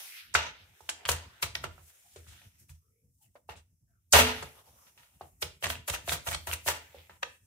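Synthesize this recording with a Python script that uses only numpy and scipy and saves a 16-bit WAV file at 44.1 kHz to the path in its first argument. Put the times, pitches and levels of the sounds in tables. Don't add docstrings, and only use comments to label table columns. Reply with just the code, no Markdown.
import sys
import numpy as np
from scipy import signal
from scipy.io import wavfile
from scipy.ndimage import uniform_filter1d

SR = 44100
rng = np.random.default_rng(int(sys.argv[2]) if len(sys.argv) > 2 else 0)


def master(y):
    cut = np.clip(np.atleast_2d(y).T, -1, 1)
    pcm = np.round(cut * 32767)
    wavfile.write(sys.argv[1], SR, pcm.astype(np.int16))


N = 328979

# time in seconds, bench rumble in dB,
# low rub in dB, high rub in dB, treble hiss in dB.
QUIET_LEVELS = [(0.0, -82, -55.5, -51.5, -48), (0.17, -90.5, -72.5, -51, -52.5),
                (0.32, -63.5, -91, -68, -72.5), (0.54, -62, -71, -65, -75.5), (0.87, -82, -69, -71, -63.5),
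                (1.04, -67.5, -53, -61, -70.5), (1.35, -63, -65.5, -68.5, -69.5),
                (1.62, -51, -68, -72, -71), (1.95, -82.5, -77, -75.5, -64), (2.39, -63.5, -82, -68, -63.5),
                (2.78, -76.5, -99.5, -94, -71), (3.74, -68.5, -93, -101, -76.5),
                (4.15, -74.5, -88.5, -89.5, -74.5), (4.3, -43.5, -47.5, -39.5, -53),
                (4.61, -73.5, -63, -71, -65.5), (5.3, -70.5, -80, -88, -67), (5.88, -63, -86, -81, -75.5),
                (6.38, -57, -77, -72, -61), (6.96, -74, -67, -67, -65), (7.46, -71.5, -85, -98.5, -67.5)]
# frequency in Hz, relative level in dB.
RUB_SPECTRUM = [(330, -17.5), (700, -9.5), (1200, -11), (2600, 0), (5500, -9)]
# frequency in Hz, left-right correlation.
PORT_LIKENESS = [(100, .95), (250, .85), (600, .5), (1200, 0), (12000, -.1)]
# band centre in Hz, t60 in seconds, relative level in dB.
ROOM_BANDS = [(166, 0.4, 6.5), (460, 0.22, 0.5), (1010, 0.24, -5.5), (2500, .4, -9), (5840, 0.29, -3.5),
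              (11300, 0.11, -1.5)]
# frequency in Hz, relative level in dB, t60 in seconds.
BENCH_MODES = [(68.3, -6, 0.092), (82, 1.5, 0.3), (99, -7, 0.11), (139, -2.5, 0.11)]
# frequency in Hz, relative level in dB, t60 in seconds.
FRAME_MODES = [(82, -6.5, 0.3), (246, -12.5, 0.42), (272, -12, 0.1), (440, -3.5, 0.4), (570, -8.5, 0.06)]
# frequency in Hz, relative level in dB,
# t60 in seconds (before the limit set while it is held).
HOUSING_MODES = [(696, -1, 0.052), (989, 2.5, 0.04), (1420, -4, 0.021), (1916, -6.5, 0.049),
                 (2840, -1.5, 0.0083), (6040, 1.5, 0.0044)]
# start in seconds, length in seconds, first pitch in Hz, last pitch in Hz,
# level in dB before the tone and swell shape it.
CREAK_EVENTS = [(2.039, 0.054, 763, 758, -66.5), (2.409, 0.045, 680, 645, -70.5),
                (2.8, 0.12, 1144, 1327, -75.5), (2.825, 0.27, 441, 479, -71.5),
                (2.895, 0.15, 2113, 2390, -80.5), (3.188, 0.097, 945, 613, -75.5),
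                (3.214, 0.071, 3020, 2650, -72), (3.243, 0.06, 2080, 1930, -79.5),
                (3.873, 0.13, 1705, 1287, -73.5), (3.878, 0.07, 716, 640, -81.5)]
# loudest moment in seconds, level in dB,
# build-up in seconds, t60 in seconds, highs in dB re level, gain of the lows in dB.
MOVEMENTS = [(0.354, -23, 0.0019, 0.094, -18, 2.5), (0.392, -30, 0.058, 0.33, -24.5, -4.5),
             (1.059, -31.5, 0.0041, 0.055, -28, -3), (1.089, -28, 0.011, 0.29, 0, -1),
             (1.426, -30, 0.0086, 0.16, -3.5, -15.5), (0.891, -36.5, 0.004, 0.06, -4, 7),
             (1.553, -47, 0.0095, 0.2, -2, 5), (1.643, -38.5, 0.015, 0.074, -6.5, 11),
             (1.9, -59, 0.096, 0.13, 2, -16), (2.321, -61, 0.044, 1, -9, -12),
             (2.6, -87, 0.017, 0.31, 27, -8.5), (2.7, -65.5, 0.026, 0.2, 1, -5),
             (3.23, -80, 0.12, 0.46, 16.5, -1.5), (3.495, -49, 0.012, 0.21, -10, 4.5),
             (4.135, -17.5, 0.0095, 0.47, -7.5, -1), (4.19, -20, 0.036, 0.33, -6.5, -2),
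             (4.869, -64.5, 0.019, 0.26, -12.5, -5), (4.98, -56, 0.0058, 0.63, -27, -24),
             (5.215, -58.5, 0.013, 0.15, -21.5, 6.5), (5.423, -37.5, 0.011, 0.18, 1, -2.5),
             (5.642, -26, 0.02, 0.14, -9, 1), (5.702, -36, 0.016, 0.26, -3, -10.5),
             (5.88, -36.5, 0.01, 0.35, 0.5, -0.5), (5.947, -33.5, 0.029, 0.065, -9, -10),
             (6.088, -29.5, 0.033, 0.18, -8, -14), (6.124, -33.5, 0.028, 0.16, 5.5, 5),
             (6.274, -35.5, 0.019, 0.11, -3, 7.5), (6.318, -37.5, 0.036, 0.11, 5, 7.5),
             (6.472, -41.5, 0.0055, 0.26, 1.5, 9), (6.537, -37, 0.031, 0.056, 3, -11),
             (6.679, -26, 0.022, 0.27, -2, 0), (7.099, -56.5, 0.0079, 0.27, -27, 7),
             (7.231, -31.5, 0.0078, 0.034, -19.5, 8)]
# start in seconds, peak in dB, ring in Hz.
LINKAGE_TICKS = [(2.266, -57, 1760), (2.417, -50.5, 2354), (4.166, -11.5, 950), (4.186, -16, 620),
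                 (5.646, -27, 2570), (5.702, -23, 3420), (5.754, -31.5, 2740), (5.882, -31.5, 3300),
                 (5.898, -27.5, 3560), (5.94, -30, 2440), (5.961, -31, 1560), (6.093, -17.5, 4100),
                 (6.288, -24, 3400), (6.329, -27, 2380), (6.531, -20.5, 2700)]
# start in seconds, peak of the mids in dB before panning, lows rms in dB re peak,
# highs rms in dB re peak, bench rms in dB, left-right difference in dB, rattle t60 in seconds,
# knock in Hz, hardness from 0 to 1.
CONTACTS = [(0.339, -46.5, 11.5, 18, -50, -1, 0.047, 4500, 0),
            (0.3511, -6, -34, -45, -42.5, 0, 0.032, 1477, 0.99),
            (0.806, -41, -0.5, -9, -65, -9.5, 0.03, 900, 0.02),
            (0.892, -14, -36, -16, -70, -1, 0.049, 3150, 0.99),
            (1.053, -17, -37, -25.5, -52, -1, 0.013, 3130, 0.01),
            (1.09, -9, -15, -18.5, -37.5, -0.5, 0.021, 3020, 0.01),
            (1.116, -31, -18, -2.5, -47, 2, 0.013, 2680, 0.8),
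            (1.426, -11.5, -17, -55, -44.5, -4, 0.022, 1340, 0),
            (1.552, -14, -40, -37, -55, -2.5, 0.011, 3460, 0),
            (1.64, -17.5, -12.5, -21.5, -46, -4, 0.045, 1400, 1),
            (1.78, -50, 6, -24, -60, -10, 0.064, 1364, 0.02), (2.16, -46, -7, -12, -54.5, 2, 0.13, 417, 1),
            (2.269, -44.5, -23, -17, -54, -0.5, 0.15, 1350, 0.03),
            (2.694, -43.5, -32, -16.5, -50, -2, 0.06, 2480, 0.4),
            (3.354, -66.5, 13.5, -32.5, -84, -0.5, 0.047, 596, 0.01),
            (3.49, -44, 7.5, -21.5, -54.5, -4, 0.078, 840, 1),
            (3.558, -44, -18, -19.5, -60.5, 1, 0.089, 2650, 0.04),
            (4.123, -22, -39, 7, -35.5, -2, 0.035, 4600, 0),
            (4.135, -8, -8.5, -42, -31.5, -2.5, 0.1, 1460, 0.01),
            (4.423, -39, -1.5, -8.5, -50.5, 1, 0.037, 540, 0),
            (4.977, -40.5, -27.5, -32.5, -71, -2.5, 0.076, 2700, 0.44),
            (5.21, -48, 7, -27, -58, -0.5, 0.06, 773, 0.98),
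            (5.424, -13.5, -15.5, -45, -47, -4, 0.02, 990, 0),
            (5.626, -22.5, -15.5, -27, -54, -3, 0.046, 3040, 1),
            (5.638, -23, -28, -22, -43, -2, 0.11, 1900, 0.2),
            (5.667, -10.5, -15.5, -18, -73, -7.5, 0.031, 1870, 1),
            (5.7, -15.5, -12, -38, -51, -5.5, 0.017, 694, 0),
            (5.879, -32, -2.5, -42, -97, -1.5, 0.052, 670, 0),
            (5.897, -12.5, -18, -11.5, -40.5, -6.5, 0.019, 840, 0),
            (5.939, -28, -9.5, -30, -64, -2, 0.023, 1440, 0.6),
            (6.079, -23, -10.5, -16, -43.5, -2.5, 0.12, 677, 0.27),
            (6.12, -9.5, -12, -37, -47, -9, 0.13, 1470, 0.99),
            (6.269, -11, -10, -12, -42.5, -16, 0.2, 1340, 0.96),
            (6.324, -23.5, -30, -14.5, -45.5, -1.5, 0.077, 1950, 0.01),
            (6.345, -17.5, -17.5, -17.5, -75, 0, 0.015, 2750, 0),
            (6.473, -24.5, -6.5, -29, -43, -7.5, 0.099, 630, 0.3),
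            (6.514, -17.5, -53, -34, -49.5, -1.5, 0.07, 3030, 0.07),
            (6.529, -29, -6.5, -28, -78, -8.5, 0.048, 2820, 0.5),
            (6.663, -21, -13.5, -53, -45, -3.5, 0.12, 664, 0.97),
            (6.686, -14, -11.5, -13, -55, -2, 0.013, 1900, 0.8),
            (6.945, -47.5, 4, -15, -57.5, -4, 0.062, 537, 0.97),
            (7.096, -54, 5, -27, -63, -2, 0.086, 1770, 1),
            (7.229, -18, -10.5, -31, -65, -11, 0.0061, 1370, 0.3)]

CREAK_BLUR = .07
PLASTIC_T60_S = .04
GRIP_DB, GRIP_PER_S = 4, 30
BUILD_UP_DB, HIGHS_BUILD_UP_DB = 38.5, 18.5
HIGHS_T60_RATIO = 0.68
TICK_CYCLES, KNOCK_CYCLES = 18, 17
CONTACT_S = .00012
KNOCK_MODES, SIDE_MODES_DB = (.54, 1.4), -10
CUTOFF_HZ = 16200


def amp(db):
    return 10 ** (np.asarray(db) / 20)


def rms_one(x):
    return x / np.sqrt(np.mean(x ** 2) + 1e-20)


def in_time(rows):
    s, *columns = np.transpose(rows)
    return np.array([np.interp(np.arange(N) / SR, s, c) for c in columns])


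def band(x, low_hz, high_hz):
    sos = signal.butter(2, [low_hz, min(high_hz, .45 * SR)], "band", fs=SR, output="sos")
    return signal.sosfilt(sos, x + 1e-18)


def ring(x, hz, t60):
    r, w = amp(-60 / (t60 * SR)), 2 * np.pi * hz / SR
    return signal.lfilter([0, np.sin(w)], [1, -2 * r * np.cos(w), r * r], x + 1e-18)


def pair(hz, size):
    table = np.transpose(PORT_LIKENESS)
    alike = np.clip(np.interp(np.log(hz), np.log(table[0]), table[1]), -1, 1)
    mid, side = rng.standard_normal((2, size)) * np.sqrt(.5)
    return np.sqrt(1 + alike) * mid + np.sqrt(1 - alike) * side * np.array([[1], [-1]])


def drift(rate):
    knots = rng.standard_normal(int(N / SR * 60) + 2)
    return np.interp(np.arange(N) * min(rate, 60) / SR, np.arange(len(knots)), knots)


def swell(t, level_db, build_s, climb_db, t60):
    climb = climb_db * t / max(build_s, .001)
    fall = -60 * t / max(t60, .01)
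    return amp(level_db + np.where(t < 0, climb, fall))


def quiet():
    rumble_db, low_db, high_db, hiss_db = in_time(QUIET_LEVELS)
    deep = rms_one(band(pair(90, size=N), 46, 110))
    rumble = deep + amp(-10.5) * rms_one(band(pair(200, size=N), 77, 250))

    rub_hz, rub_db = np.transpose(RUB_SPECTRUM)
    edges, rub = np.geomspace(330, 5500, 9), 0
    scuffs = 2.0 * drift(22)
    catches = rng.random(N) < 500 / SR
    grains = amp(8 * catches * np.minimum(rng.exponential(1, N), 2.5))
    for low, high in zip(edges, edges[1:]):
        hz = np.sqrt(low * high)
        level_db = low_db if hz < 1200 else high_db
        level_db = level_db + np.interp(np.log(hz), np.log(rub_hz), rub_db)
        noise = rms_one(band(pair(hz, size=N) * grains, low, high))
        rub = rub + amp(level_db + scuffs + 4.0 * drift(15)) * noise

    hiss = 0
    for low in 5200 + 1300 * np.arange(8):
        hiss = hiss + amp(2.6 * drift(3.7)) * band(pair(9000, size=N), low, low + 1300)
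    rumble = amp(rumble_db + 5.4 * drift(30)) * rms_one(rumble)
    return rub + rumble + amp(hiss_db + .5 * scuffs) * rms_one(hiss)


def workshop(x):
    t, echo = np.arange(SR) / SR, 0
    for hz, t60, level_db in ROOM_BANDS:
        echo = echo + amp(level_db - 60 * t / t60) * band(pair(hz, size=SR), hz / 1.8, hz * 1.51)
    echo = echo * np.clip(t / 0.0067 - .3, 0, 1)
    echo = echo / np.sqrt(np.sum(echo ** 2) / 2)
    return signal.fftconvolve(x.mean(axis=0, keepdims=True), echo, axes=1)[:, :N]


def bench():
    size = 16384
    out, t = np.zeros((2, N + size)), np.arange(size) / SR
    for s, _, _, _, bench_db, *_ in CONTACTS:
        push = pair(100, size=size) * np.exp(-t / 0.037)
        boom = sum(amp(level_db) * ring(push, hz, t60) for hz, level_db, t60 in BENCH_MODES)
        boom = band(band(boom, 35, 170), 27, 470)
        at = round(s * SR)
        out[:, at:at + size] += amp(bench_db) * boom / boom[:, :2048].std()
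    return out[:, :N]


def creaks():
    out = np.zeros((2, N))
    for s, length, from_hz, to_hz, level_db in CREAK_EVENTS:
        low_pass = signal.butter(2, CREAK_BLUR * from_hz, fs=SR, output="sos")
        rough = signal.sosfilt(low_pass, pair(from_hz, size=16384))[:, 4096:]
        at, size = round(s * SR), int(length * SR)
        tone = np.sin(2 * np.pi * np.cumsum(np.linspace(from_hz, to_hz, size)) / SR)
        creak = rms_one(rough)[:, :size] * tone * np.hanning(size) ** 0.24
        out[:, at:at + size] += amp(level_db) * creak
    return out


def housing(ticks):
    modes = 0
    for hz, level_db, t60 in HOUSING_MODES:
        grip = amp(level_db + GRIP_DB * drift(GRIP_PER_S))
        modes = modes + grip * rms_one(ring(ticks, hz, min(t60, PLASTIC_T60_S)))
    return modes


def slides():
    sizes = amp(2.5 * np.minimum(rng.exponential(1, (2, N)), 4)) * rng.choice([-1, 1], (2, N))
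    ticks = sizes * (rng.random((2, N)) < 9000 / SR) * amp(3 * drift(60))
    clacks = (rng.random(N) < 220 / SR) * rng.uniform(-9, 9, N)
    ticks = ticks + band(np.array([clacks, np.roll(clacks, 4)]), 850, 6300)

    touch = rms_one(band(ticks, 280, 4100))
    body = rms_one(band(touch + amp(-13.0) * housing(ticks), 600, 4500))
    shared = band(body.mean(axis=0) - body, 160, 1200)
    body = rms_one(body + shared)
    lows = signal.sosfilt(signal.butter(1, 1500, fs=SR, output="sos"), body)
    highs = rms_one(band(ticks, 6600, 14800)) * amp([[1.0], [-1.0]])

    out, shakes = np.zeros((2, N)), np.zeros(N)
    for s, level_db, build_s, t60, high_db, low_db in MOVEMENTS:
        near = slice(max(round((s - .3) * SR), 0), round((s + .8) * SR))
        t = np.arange(N)[near] / SR - s
        level = swell(t, level_db, build_s, BUILD_UP_DB, t60)
        sheen = swell(t, level_db + high_db, build_s, HIGHS_BUILD_UP_DB, HIGHS_T60_RATIO * t60)
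        out[:, near] += level * (body[:, near] + (amp(low_db) - 1) * lows[:, near])
        out[:, near] += sheen * highs[:, near]
        shakes[near] += level ** 2.77
    shakes = shakes * pair(130, size=N)
    frame = sum(amp(level_db) * ring(shakes, hz, t60) for hz, level_db, t60 in FRAME_MODES)
    return out + amp(-2.0) * frame


def linkage():
    out, touch = np.zeros((2, N)), np.exp(-np.arange(2048) / (0.0011 * SR))
    for s, peak_db, hz in LINKAGE_TICKS:
        click = touch * rng.standard_normal(2048) ** 3
        tick = band(click + 0.45 * ring(click, hz, TICK_CYCLES / hz), 560, 7500)
        for side, lag in enumerate(rng.integers(0, 7, 2)):
            at = round(s * SR) + lag
            out[side, at:at + 2048] += amp(peak_db) * tick / np.abs(tick).max()
    return out


def contacts():
    out, t = np.zeros((2, N + 4200)), np.arange(4096) / SR
    for s, peak_db, low_db, high_db, _, pan_db, t60, hz, hard in CONTACTS:
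        hard = np.clip(hard, 0, 1)
        rise = 1 - np.exp(-t / (0.00023 + 0.21 * (1 - hard)))
        rattle = 0.22 * pair(1400, size=4096) * rise * amp(-60 * t / max(t60, .002))
        side_modes = sum(np.sin(2 * np.pi * k * hz * t) for k in KNOCK_MODES)
        modes = np.sin(2 * np.pi * hz * t) + amp(SIDE_MODES_DB) * side_modes
        knock = hard * 0.28 * modes * amp(-60 * t * hz / KNOCK_CYCLES)
        click = hard * np.exp(-t / CONTACT_S) / (CONTACT_S * SR)

        dull = band(rattle + click + knock, 300, 9200)
        lows, mids = band(dull, 420, 1700), band(dull, 1200, 4500)
        highs = band(rattle + 0.18 * click, 4900, 9100)
        first = slice(0, 512)
        blow = mids / np.abs(mids).max()
        blow = blow + amp(low_db) * lows / lows[:, first].std()
        blow = blow + amp(high_db) * highs / highs[:, first].std()
        for side, lag in enumerate(rng.integers(0, 7, 2)):
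            at = round(s * SR) + lag
            out[side, at:at + 4096] += amp(peak_db + pan_db * (2.0 - side)) * blow[side]
    return out[:, :N]


def scene():
    parts = contacts() + linkage() + slides() + creaks()
    return parts + amp(-7) * workshop(parts) + bench() + quiet()


def record(dry):
    dry = signal.sosfilt(signal.butter(4, 58, "high", fs=SR, output="sos"), dry)
    bass = signal.sosfilt(signal.butter(2, 300, fs=SR, output="sos"), dry)
    rest = dry - bass
    level_db = 10 * np.log10(uniform_filter1d(np.mean(rest ** 2, axis=0), size=1024) + 1e-14)
    kept = bass + rest * amp(np.clip(1.0 * (level_db + 61.5), -7, 0))
    return signal.sosfilt(signal.cheby2(20, 70, CUTOFF_HZ, fs=SR, output="sos"), kept)


dry = scene()
out = record(dry)
master(out)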